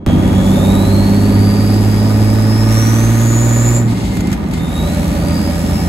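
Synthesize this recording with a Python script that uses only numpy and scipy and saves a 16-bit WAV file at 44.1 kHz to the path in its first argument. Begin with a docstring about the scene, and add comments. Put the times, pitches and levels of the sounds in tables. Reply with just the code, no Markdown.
"""Turbocharged straight-six, heard from the cab

The engine pulls hard over road rumble. Its firings boom in the cab and drive an open stack through the
bonnet, which barks and rasps; they also modulate the climbing whistle of the turbo. Near four seconds
the throttle shuts for an upshift: trapped boost vents, the rain flap clatters on the stack, and then
the turbo spools up again."""
import sys
import numpy as np
from scipy import signal
from scipy.fft import rfft, irfft, next_fast_len
from scipy.io import wavfile

SR = 44100
rng = np.random.default_rng(int(sys.argv[2]) if len(sys.argv) > 2 else 0)


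def transcribe(signal):
    """Save signal, clipped to [-1, 1], as a 16-bit WAV file at the path in sys.argv[1]."""
    frames = np.atleast_2d(signal).T
    limited = np.clip(frames, -1, 1)
    pcm = np.round(limited * 32767).astype(np.int16)
    wavfile.write(sys.argv[1], SR, pcm)


N = 259660
SHUT_S, OPEN_S = 3.77, 4.53  # the throttle starts to shut and to reopen
STACK_HZ = 572.5  # main note of the open stack
# Strength of the cylinders in firing order. Each entry: relative level in dB.
CYLINDER_LEVELS = [3, 0, 1, 2.5, -.5, 1]


def from_db(db):
    """Amplitude grows tenfold for every 20 dB."""
    return 10 ** (np.asarray(db) / 20)


def rms_one(x):
    """Division by the root mean square gives unit power."""
    return x / np.sqrt(np.mean(x ** 2) + 1e-20)


def ramp(start_s, length_s):
    """A linear rise from 0 to 1."""
    return np.clip((np.arange(N) / SR - start_s) / length_s, 0, 1)


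def in_time(rows):
    """Linear interpolation gives each column of a timed curve at every sample."""
    times, *columns = np.transpose(rows)
    return [np.interp(np.arange(N) / SR, times, column) for column in columns]


def at_hz(points, hz):
    """Interpolation on a logarithmic frequency axis."""
    frequencies, values = np.transpose(points)
    return np.interp(np.log(hz), np.log(frequencies), values)


def drift(corner_hz):
    """Low-passed noise wanders slowly with a spread of 1."""
    step, settle = 40, 2000
    r = np.exp(-2 * np.pi * corner_hz * step / SR)
    slow = signal.lfilter([1], [1, -2 * r, r * r], rng.standard_normal(N // step + settle + 2))[settle:]
    return np.interp(np.arange(N) / step, np.arange(len(slow)), rms_one(slow))


def resonance(x, hz, width_hz):
    """Forced response of a two-pole resonator with unit gain at its peak."""
    r = np.exp(-np.pi * width_hz / SR)
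    feedback = [1, -2 * r * np.cos(2 * np.pi * hz / SR), r * r]
    return signal.lfilter(np.array([1, 0, -1]) * (1 - r * r) / 2, feedback, x)


def coloured(x, peaks):
    """Parallel resonators raise or lower a sound around their own frequencies."""
    return x + sum((from_db(db) - 1) * resonance(x, hz, width) for hz, width, db in peaks)


def ring(clicks, hz, t60):
    """Free vibration: each impulse starts a damped sine of its own height."""
    r, w = from_db(-60 / (t60 * SR)), 2 * np.pi * hz / SR
    return signal.lfilter([0, np.sin(w)], [1, -2 * r * np.cos(w), r * r], clicks + 1e-18)


def pan(x, left_db):
    """A level difference between the ears places a sound to one side."""
    return x * from_db(np.array([[left_db], [-left_db]]) / 2)


def turbulence(spectrum, drive=None):
    """Noise, or a given drive, shaped in third octaves; reflections lower the left-right coherence."""
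    # Each row: frequency in Hz, correlation between the ears.
    coherence = [(60, .94), (290, .85), (450, .4), (640, .25), (1300, .25), (3000, .3), (5000, .55),
                 (7000, .7), (9300, .85), (15000, .75)]
    edges = 20 * 2 ** (np.arange(30) / 3)
    if drive is None:
        drive = rng.standard_normal((2, 2, N))  # two mid-side pairs, for alternate bands
    out = 0
    for k, (low, high) in enumerate(zip(edges, edges[1:])):
        if high > spectrum[0][0] and low < spectrum[-1][0]:
            hz = np.sqrt(low * high)
            band = signal.butter(2, [low, high], "band", fs=SR, output="sos")
            mid, side = signal.sosfilt(band, drive[k % 2])
            alike = at_hz(coherence, hz)
            stereo = np.sqrt(1 + alike) * mid + np.sqrt(1 - alike) * side * [[1], [-1]]
            out = out + from_db(at_hz(spectrum, hz)) * stereo
    return rms_one(out)


def road_rumble():
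    """Rolling on the road gives broadband noise, strongest at low frequencies."""
    # Each row: frequency in Hz, relative spectral density in dB.
    spectrum = [(20, -32), (32, -16), (45, -6.5), (62, 5), (85, -3.5), (130, -3.5), (200, -1.5),
                (290, -5.5), (420, -21.5), (700, -21.5)]
    # Each row: time in seconds, level in dB.
    levels = [(0.1, -12.5), (.55, -17.5), (1.75, -22), (2.25, -20), (2.9, -21), (3.4, -24), (3.7, -23),
              (3.98, -18.5), (4.43, -19), (4.8, -20.5), (5.4, -18.5), (5.89, -20)]
    return from_db(in_time(levels)[0]) * turbulence(spectrum)


def cycle_harmonics(firings, orders, waver):
    """A pattern that repeats each engine cycle has lines at multiples of that rate; each one wavers."""
    out = 0
    for per_cycle, db in orders:
        phase = 2 * np.pi * (round(per_cycle) * firings / len(CYLINDER_LEVELS) + rng.random())
        wander = drift(4.9) * np.cos(phase) + drift(9.1) * np.sin(phase)
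        out = out + from_db(db) * (np.sin(phase) + waver * wander)
    return out * np.sqrt(2 / (1 + 2 * waver ** 2))


def uneven_beat(firings, boost, shut, shifted):
    """No two cylinders fire alike, so engine orders appear between the firing harmonics."""
    # Full pull. Each row: times per engine cycle, level in dB at low boost and at high boost.
    pull_orders = [(5, -32, -44), (8, -34, -42), (9, -31, -35), (10, -24, -34), (11, -31, -42),
                   (13, -34, -32), (14, -27, -30.5), (15, -22.5, -28), (16, -26, -40), (17, -31, -32),
                   (18, -26, -28), (19, -32, -45), (20, -36, -43), (21, -35, -38), (23, -38, -50),
                   (24, -30, -41), (25, -36, -45), (29, -48, -38), (31, -45, -41), (33, -34, -50)]
    # Lugging in the higher gear. Each row: times per engine cycle, level in dB.
    lug_orders = [(5, -30), (8, -35), (10, -32), (13, -30), (14, -26.5), (15, -25.5), (16, -31.5),
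                  (17, -36), (18, -31), (20, -37), (21, -34), (22, -39), (23, -41)]
    boosted = [(order, low + boost * (high - low)) for order, low, high in pull_orders]
    pulling = cycle_harmonics(firings, boosted, waver=.2)
    lugging = cycle_harmonics(firings, lug_orders, waver=.5)
    return from_db(-6 * shut) * (np.sqrt(1 - shifted) * pulling + np.sqrt(shifted) * lugging)


def drone(rate, firings, boost, shut, shifted):
    """The cab resonates to the firing tone and its octave; the boom steadies under full pull."""
    # Response of the cab. Each row: frequency in Hz, level in dB.
    boom = [(82, -22), (93, -20), (100, -14), (106, -11.5), (113, -11), (119, -11.5), (168, -21.5),
            (186, -27), (194, -13), (203, -15), (212, -17.5), (238, -20.5)]
    overrun = ramp(3.92, .036) - ramp(OPEN_S, .036)  # the firing dies during the shift
    throttle_db = -3.5 * shut - 10 * overrun
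    waver_db = 1.6 * (1 - boost * (1 - shifted))
    firing_db, octave_db = (at_hz(boom, k * rate) + throttle_db + waver_db * drift(7.1) for k in (1, 2))
    fundamental = pan(from_db(firing_db) * np.sin(2 * np.pi * firings), left_db=-2.5)
    octave = pan(from_db(octave_db) * np.sin(4 * np.pi * firings - .8), left_db=-2)
    return np.sqrt(2) * (fundamental + octave)


def driveshaft(rate, boost):
    """Rotation shakes the shaft once a turn; its fourth harmonic booms at lower road speed."""
    shaft_hz = .472 * np.maximum.accumulate(rate)  # keeps its speed through the shift
    phase = 2 * np.pi * np.cumsum(shaft_hz + .8 * drift(5)) / SR
    shudder = from_db(-27 + 2.5 * drift(6)) * np.sin(phase)
    return np.sqrt(2) * (shudder + from_db(-33) * (1 - boost) * np.sin(4 * phase))


def puffs(firings, depth, decay, uneven_db):
    """Amplitude modulation: each firing gives a puff of its own strength; decay is in firing periods."""
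    strength = from_db(uneven_db * rng.standard_normal(1000))[firings.astype(int)]
    age = firings % 1
    puff = rms_one(strength * age * np.exp(-age / decay))
    return rms_one(1 - depth + depth * puff)


def blasts(firings, pitched, ring_s, depth, uneven_db):
    """Repetition gives pitch: each cylinder sends the same shock every cycle, plus fresh turbulence."""
    count, age = len(CYLINDER_LEVELS), np.arange(SR // 25) / SR
    shared = .15  # share of the shock's power that all cylinders have in common
    common, own = rng.standard_normal((2, 2, len(age))), rng.standard_normal((count, 2, 2, len(age)))
    shapes = (np.sqrt(shared) * common + np.sqrt(1 - shared) * own) * np.exp(-age / ring_s)
    shocks = np.zeros((2, 2, N + len(age)))
    for k, at in enumerate(np.flatnonzero(np.diff(np.floor(firings)))):
        strength = from_db(CYLINDER_LEVELS[k % count] + uneven_db * rng.standard_normal())
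        shocks[..., at:at + len(age)] += strength * shapes[k % count]
    gas = rng.standard_normal((2, 2, N)) * puffs(firings, depth, decay=.39, uneven_db=2)
    return np.sqrt(pitched) * rms_one(shocks[..., :N]) + np.sqrt(1 - pitched) * gas


def pipe_flow(spectrum, drive=None):
    """Narrow resonances of stack and cab stand out of the flow noise."""
    # Each row: frequency in Hz, width in Hz, gain in dB.
    resonances = [(770, 29, 4), (895, 40, 1), (1060, 120, -5), (1226, 49, 9), (1327, 60, 0.5),
                  (1480, 31, 5.5), (1718, 23, 8.5), (1878, 67, 8.5), (2105, 27, 6), (2237, 47, 11),
                  (2467, 59, 6.5), (2740, 45, 6), (3360, 23, 2), (5790, 140, 7), (7950, 200, 5)]
    return rms_one(coloured(turbulence(spectrum, drive), resonances))


def stack_ring(rate, firings, shut):
    """Forced resonance: the firings keep the open stack ringing on one note."""
    # Each row: firings per second, level of the note in dB.
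    response = [(84, -29.5), (92, -38.5), (97, -26), (104, -39.5), (107, -28.5), (112, -38), (118, -31)]
    mid, side = blasts(firings, pitched=.4, ring_s=.01, depth=.1, uneven_db=1)[0]
    drive = mid + .5 * side * [[1], [-1]]
    note = resonance(resonance(drive, STACK_HZ, width_hz=46), STACK_HZ, width_hz=92)
    return from_db(at_hz(response, rate) - 11 * shut) * rms_one(note)


def exhaust(rate, firings, turbo_hz, boost, shut, shifted):
    """Pulsating flow makes the stack bark, rasp and hiss; at full boost it tightens to a snarl."""
    # Four spectra of the gas flow. Each row: frequency in Hz, relative spectral density in dB.
    bark_spectrum, rasp_spectrum = [(230, -9), (330, 1), (400, 3), (490, -4), (575, -1), (670, -2),
                                    (800, -3.5), (950, -3), (1100, -12), (1600, -45)], [(750, -13), (1050, -4), (1250, 1), (1500, 1), (1800, -2),
                                                  (2250, -6), (2800, -5.5), (3300, -4), (4100, -9.5),
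                                                  (5200, -10.5), (7000, -31)]
    snarl_spectrum, jet_spectrum = [(900, -5), (1220, 14), (1450, 6.5), (1700, 7.5), (2200, 5), (2800, -29)], [(2200, -6), (3200, 0), (4200, 2), (5200, -3), (6500, 0),
                                                   (8500, 1.5), (10000, 0), (11400, .5), (13000, -6),
                                                   (15500, -13)]
    # Flow noise against turbo speed. Each row: whistle pitch in Hz, rasp level in dB, jet level in dB.
    flow_levels = [(3255, -32, -40.5), (3445, -32.5, -31.5), (4700, -31.5, -34), (5340, -33, -32),
                   (5500, -31, -27), (6980, -33.5, -29.5)]
    # The bark swells as the turbo first spools up. Each row: time in seconds, gain in dB.
    swell = [(.3, 0), (.7, 4), (1.2, 0)]
    full_pull = boost ** 2 * (1 - shifted)
    flow_hz, rasp_levels, jet_levels = np.transpose(flow_levels)
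    rasp_db = np.interp(turbo_hz, flow_hz, rasp_levels) - 5 * shut
    jet_db = np.interp(turbo_hz, flow_hz, jet_levels) - 11.5 * shut
    pull_db, lug_db = -25.5 - .08 * (rate - 105), -27  # the engine runs smoother as it speeds up
    bark_db = (1 - shifted) * pull_db + shifted * lug_db + in_time(swell)[0] - 3 * shut
    low_blasts = blasts(firings, pitched=.3 + .25 * full_pull, ring_s=.004, depth=.6, uneven_db=1.5)
    high_blasts = blasts(firings, pitched=.35 + .3 * full_pull, ring_s=.005, depth=.48, uneven_db=2.3)
    hard_blasts = blasts(firings, pitched=.7, ring_s=.004, depth=.3, uneven_db=1.2)
    bark = from_db(bark_db) * pipe_flow(bark_spectrum, low_blasts) + stack_ring(rate, firings, shut)
    rasp = from_db(rasp_db) * (1 - .33 * full_pull) * pipe_flow(rasp_spectrum, high_blasts)
    snarl = from_db(rasp_db + 3.5) * full_pull * pipe_flow(snarl_spectrum, hard_blasts)
    jet = from_db(jet_db) * pipe_flow(jet_spectrum) * puffs(firings, depth=.33, decay=.2, uneven_db=2.3)
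    return pan(bark, left_db=-2) + rasp + snarl + jet


def turbo_whistle(firings, hz, shifted):
    """Exhaust pulses modulate the turbo's tone into sidebands, which duct resonances pick out in turn."""
    # The whistle dies on the shut throttle and returns. Each row: time in seconds, level in dB.
    levels = [(.1, -38), (.45, -38), (.62, -36), (.8, -37), (1.05, -37), (1.25, -41), (1.6, -39),
              (1.9, -40), (2.3, -40), (2.55, -34), (2.83, -33), (3.1, -37), (3.5, -32), (3.77, -30.5),
              (3.93, -66), (4.53, -66), (4.6, -46), (4.7, -42), (4.8, -36.5), (4.92, -41), (5.05, -55),
              (5.25, -46), (5.4, -37), (5.6, -44), (5.75, -39.5), (5.89, -44)]
    # Duct resonances. Each row: frequency in Hz, width in Hz, gain in dB.
    ducts = [(3790, 130, 4), (4260, 100, 3), (4500, 70, 3), (4760, 60, 5), (4860, 60, 5), (5220, 110, 4),
             (5750, 90, 8), (6100, 80, 4), (6920, 100, 8), (7100, 60, 5), (7330, 90, 6)]
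    pull_swing, lug_swing = .032, .016  # fractional pitch swing at 5 kHz
    depth = (pull_swing + shifted * (lug_swing - pull_swing)) * (hz / 5000) ** .3
    swing = depth * np.sin(2 * np.pi * firings) * (1 + .25 * drift(20))
    phase = 2 * np.pi * np.cumsum(hz * (1 + swing) + 11 * drift(25)) / SR
    halo = np.array([drift(300) * np.sin(phase) + drift(210) * np.cos(phase) for side in range(2)])
    second = from_db(-12) * resonance(np.sin(2 * phase), hz=8450, width_hz=7200)
    third = from_db(-14) * resonance(np.sin(3 * phase), hz=11000, width_hz=7200)
    tone = np.sqrt(2) * (np.sin(phase) + second + third)
    gain = from_db(in_time(levels)[0] + 1.2 * drift(7)) * puffs(firings, depth=.55, decay=.3, uneven_db=3)
    return coloured(gain * (tone + from_db(-9) * halo), ducts)


def cab_reflections(x):
    """Comb filtering: echoes off glass and dash interfere differently at each ear."""
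    # Each row: left delay in seconds, right delay in seconds, gain.
    echoes = [(.0019, 0.0028, 0.22), (.0037, 0.0043, -0.27), (.0058, 0.0061, 0.39), (.0097, .0089, -0.32),
              (0.0145, 0.015, 0.074)]
    out = x.copy()
    for *delays, gain in echoes:
        for side, delay in enumerate(delays):
            out[side] += gain * np.pad(x[side], (round(delay * SR), 0))[:N]
    return out


def pop(at_s):
    """Impulse response: one hard firing sets the stack's main note ringing."""
    click = np.zeros(N)
    click[round(at_s * SR)] = from_db(-9.5)
    return ring(click, STACK_HZ, t60=.049)


def high_whine(firings):
    """A thin tone comes in as the turbo spools up, amplitude-modulated by the firings."""
    # Each row: time in seconds, frequency in Hz, level in dB.
    course = [(.4, 11250, -70), (.58, 11250, -45), (1.1, 11280, -47.5), (2.4, 11450, -52),
              (2.7, 11450, -80), (4.56, 11500, -80), (4.62, 11330, -47), (4.7, 11080, -42.5),
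              (4.78, 10950, -47), (4.86, 10900, -75)]
    hz, db = in_time(course)
    phase = 2 * np.pi * np.cumsum(hz + 18 * drift(30)) / SR
    tone = np.sqrt(2) * from_db(db + 2 * drift(10)) * np.sin(phase)
    return tone * puffs(firings, depth=.4, decay=.3, uneven_db=3)


def cab_mode(shut, hz, width_hz):
    """Rough running on the shut throttle excites a low standing wave in the air of the cab."""
    hum = resonance(resonance(rng.standard_normal(N), hz, width_hz), hz, 2 * width_hz)
    return shut * from_db(-22) * rms_one(hum)


def boost_vent():
    """Jet noise: trapped boost escapes in gusts of hiss and thin whine that swell, hold and decay."""
    # Each row: start in seconds, end in seconds, hiss level in dB, whine level in dB.
    gusts = [(3.866, 4.073, -34.5, -43), (4.103, 4.329, -39, -41), (4.52, 4.56, -35, -41)]
    # Each row: frequency in Hz, relative spectral density in dB.
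    hiss_spectrum = [(1500, -9), (2300, 5), (3300, 6), (4500, 6), (5500, -1), (7000, 2), (10000, -2),
                     (12500, -11)]
    hiss_fall_db_per_s, whine_fall_db_per_s, whine_hz = 205, 56, 2090
    hiss_gain = whine_gain = 0
    for start_s, end_s, hiss_db, whine_db in gusts:
        attack = ramp(start_s, length_s=.014)
        after_s = np.maximum(np.arange(N) / SR - end_s, 0)
        hiss_gain += attack * from_db(hiss_db - hiss_fall_db_per_s * after_s)
        whine_gain += attack * from_db(whine_db - whine_fall_db_per_s * after_s)
    narrow_noise = resonance(rng.standard_normal((2, N)), whine_hz, width_hz=70)
    whine = rms_one(resonance(narrow_noise, whine_hz, width_hz=140))
    flutter = from_db(1.5 * drift(25))
    return hiss_gain * flutter * turbulence(hiss_spectrum) + whine_gain * whine


def rain_flap(crack_db, ring_db):
    """Impact excites modes: the flap drops on the rim with a gritty crack and a short metal ring."""
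    # Each row: start in seconds, relative level in dB, crack decay in seconds, ring offset in dB.
    hits = [(4.169, -25, .0047, -2), (4.206, -25, .005, 1), (4.271, -28, .0056, -4), (4.302, -33, .006, -5),
            (4.316, -28, .008, -9), (4.328, -25, .012, -12), (4.486, -36, .005, -8), (4.512, -33, .008, -8),
            (4.536, -27, .0075, -2), (4.574, -31, .0072, -14)]
    # Modes of flap and stack. Each row: frequency in Hz, level in dB, seconds to fall by 60 dB.
    modes = [(2180, -16, .06), (2290, -22, .06), (3900, -20, .04), (4530, -22, .08), (7020, -9, .035),
             (7250, -11, .03), (7700, -12, .03)]
    # Each row: frequency in Hz, relative spectral density in dB.
    crack_spectrum = [(700, -1), (1300, 17.5), (2400, 11), (4300, 7), (7000, 7), (11400, 5.5), (15000, -16)]
    clicks, envelope = np.zeros(N), np.zeros(N)
    for start_s, db, decay_s, offset_db in hits:
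        at = round(start_s * SR)
        clicks[at] = from_db(db + offset_db)
        envelope[at:] += from_db(db) * np.exp(-np.arange(N - at) / (decay_s * SR))
    rings = sum(from_db(db) * ring(clicks, hz, t60) for hz, db, t60 in modes)
    return from_db(crack_db) * envelope * turbulence(crack_spectrum) + from_db(ring_db) * rings


def from_right(x):
    """Interaural delay: the stack stands to the right, so the sound reaches the left ear late."""
    # Each row: frequency in Hz, phase lag in radians.
    left_lag = [(30, .1), (110, .24), (300, .25), (600, 0), (2200, 0), (3200, 4), (3800, 6), (4400, 6.9),
                (5300, 9.6), (6200, 11.8), (7000, 12.8), (9300, 15.7), (11400, 18.9), (13600, 22.4),
                (15500, 25)]
    size = next_fast_len(N + SR // 10)
    lag = np.interp(np.fft.rfftfreq(size, 1 / SR), *np.transpose(left_lag))
    left = irfft(rfft(x[0], size) * np.exp(-1j * lag), size)[:N]
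    return np.array([left, x[1]])


def scene():
    """The sources superpose; the crank times every pulsing layer, and the throttle shuts once."""
    # Each row: time in seconds, firings per second.
    crank_speed = [(0, 93.6), (.4, 96.2), (1, 99.6), (2.3, 107), (3, 112.4), (3.55, 117.2), (3.77, 118.2),
                   (3.9, 114.2), (4.22, 107), (4.38, 96), (4.52, 82), (5.2, 83.2), (5.89, 86.5)]
    # Each row: time in seconds, whistle pitch in Hz.
    turbo_speed = [(0, 3230), (.42, 3370), (.6, 3590), (1, 4220), (1.4, 4620), (1.8, 4900), (2.2, 4990),
                   (2.5, 5080), (2.65, 5290), (2.83, 5750), (3, 6150), (3.3, 6720), (3.79, 7150),
                   (3.88, 6950), (4.56, 3650), (4.68, 3650), (4.82, 3830), (5.33, 4800), (5.5, 4930),
                   (5.64, 5130), (5.89, 5270)]
    (rate,), (turbo_hz,) = in_time(crank_speed), in_time(turbo_speed)
    firings = np.cumsum(rate) / SR  # running count
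    boost, shifted = ramp(1.3, 1.5), ramp(3.75, .45)  # shifted is 1 in the higher gear
    shut = ramp(SHUT_S, .08) - ramp(OPEN_S, .35)
    turbo = cab_reflections(turbo_whistle(firings, turbo_hz, shifted))
    engine = uneven_beat(firings, boost, shut, shifted) + drone(rate, firings, boost, shut, shifted)
    rolling = driveshaft(rate, boost) * (1 - .56 * shut) + road_rumble()
    stack = exhaust(rate, firings, turbo_hz, boost, shut, shifted) + pop(at_s=.099)
    whine = high_whine(firings)
    upshift = boost_vent() + rain_flap(crack_db=2, ring_db=3) + cab_mode(shut, hz=183, width_hz=46)
    return from_right(rolling + engine + stack + turbo + whine + upshift)


def record(dry):
    """A low-passed murmur, then the full sound cuts in with a click; soft peaks, a band-limited top."""
    start_s, cutoff_hz = .0635, 15600
    since = np.arange(N) / SR - start_s
    murmur = from_db(-16.5) * signal.sosfilt(signal.butter(1, 900, fs=SR, output="sos"), dry)
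    click = from_db(-7) * np.exp(-np.abs(since) / .00088)
    x = np.where(since < 0, murmur, dry * ramp(start_s, .00055) + click)
    rounded = x / (1 + (x / .95) ** 8) ** (1 / 8)
    return signal.sosfilt(signal.ellip(10, .1, 90, cutoff_hz, fs=SR, output="sos"), rounded)


dry = scene()
out = record(dry)
transcribe(out)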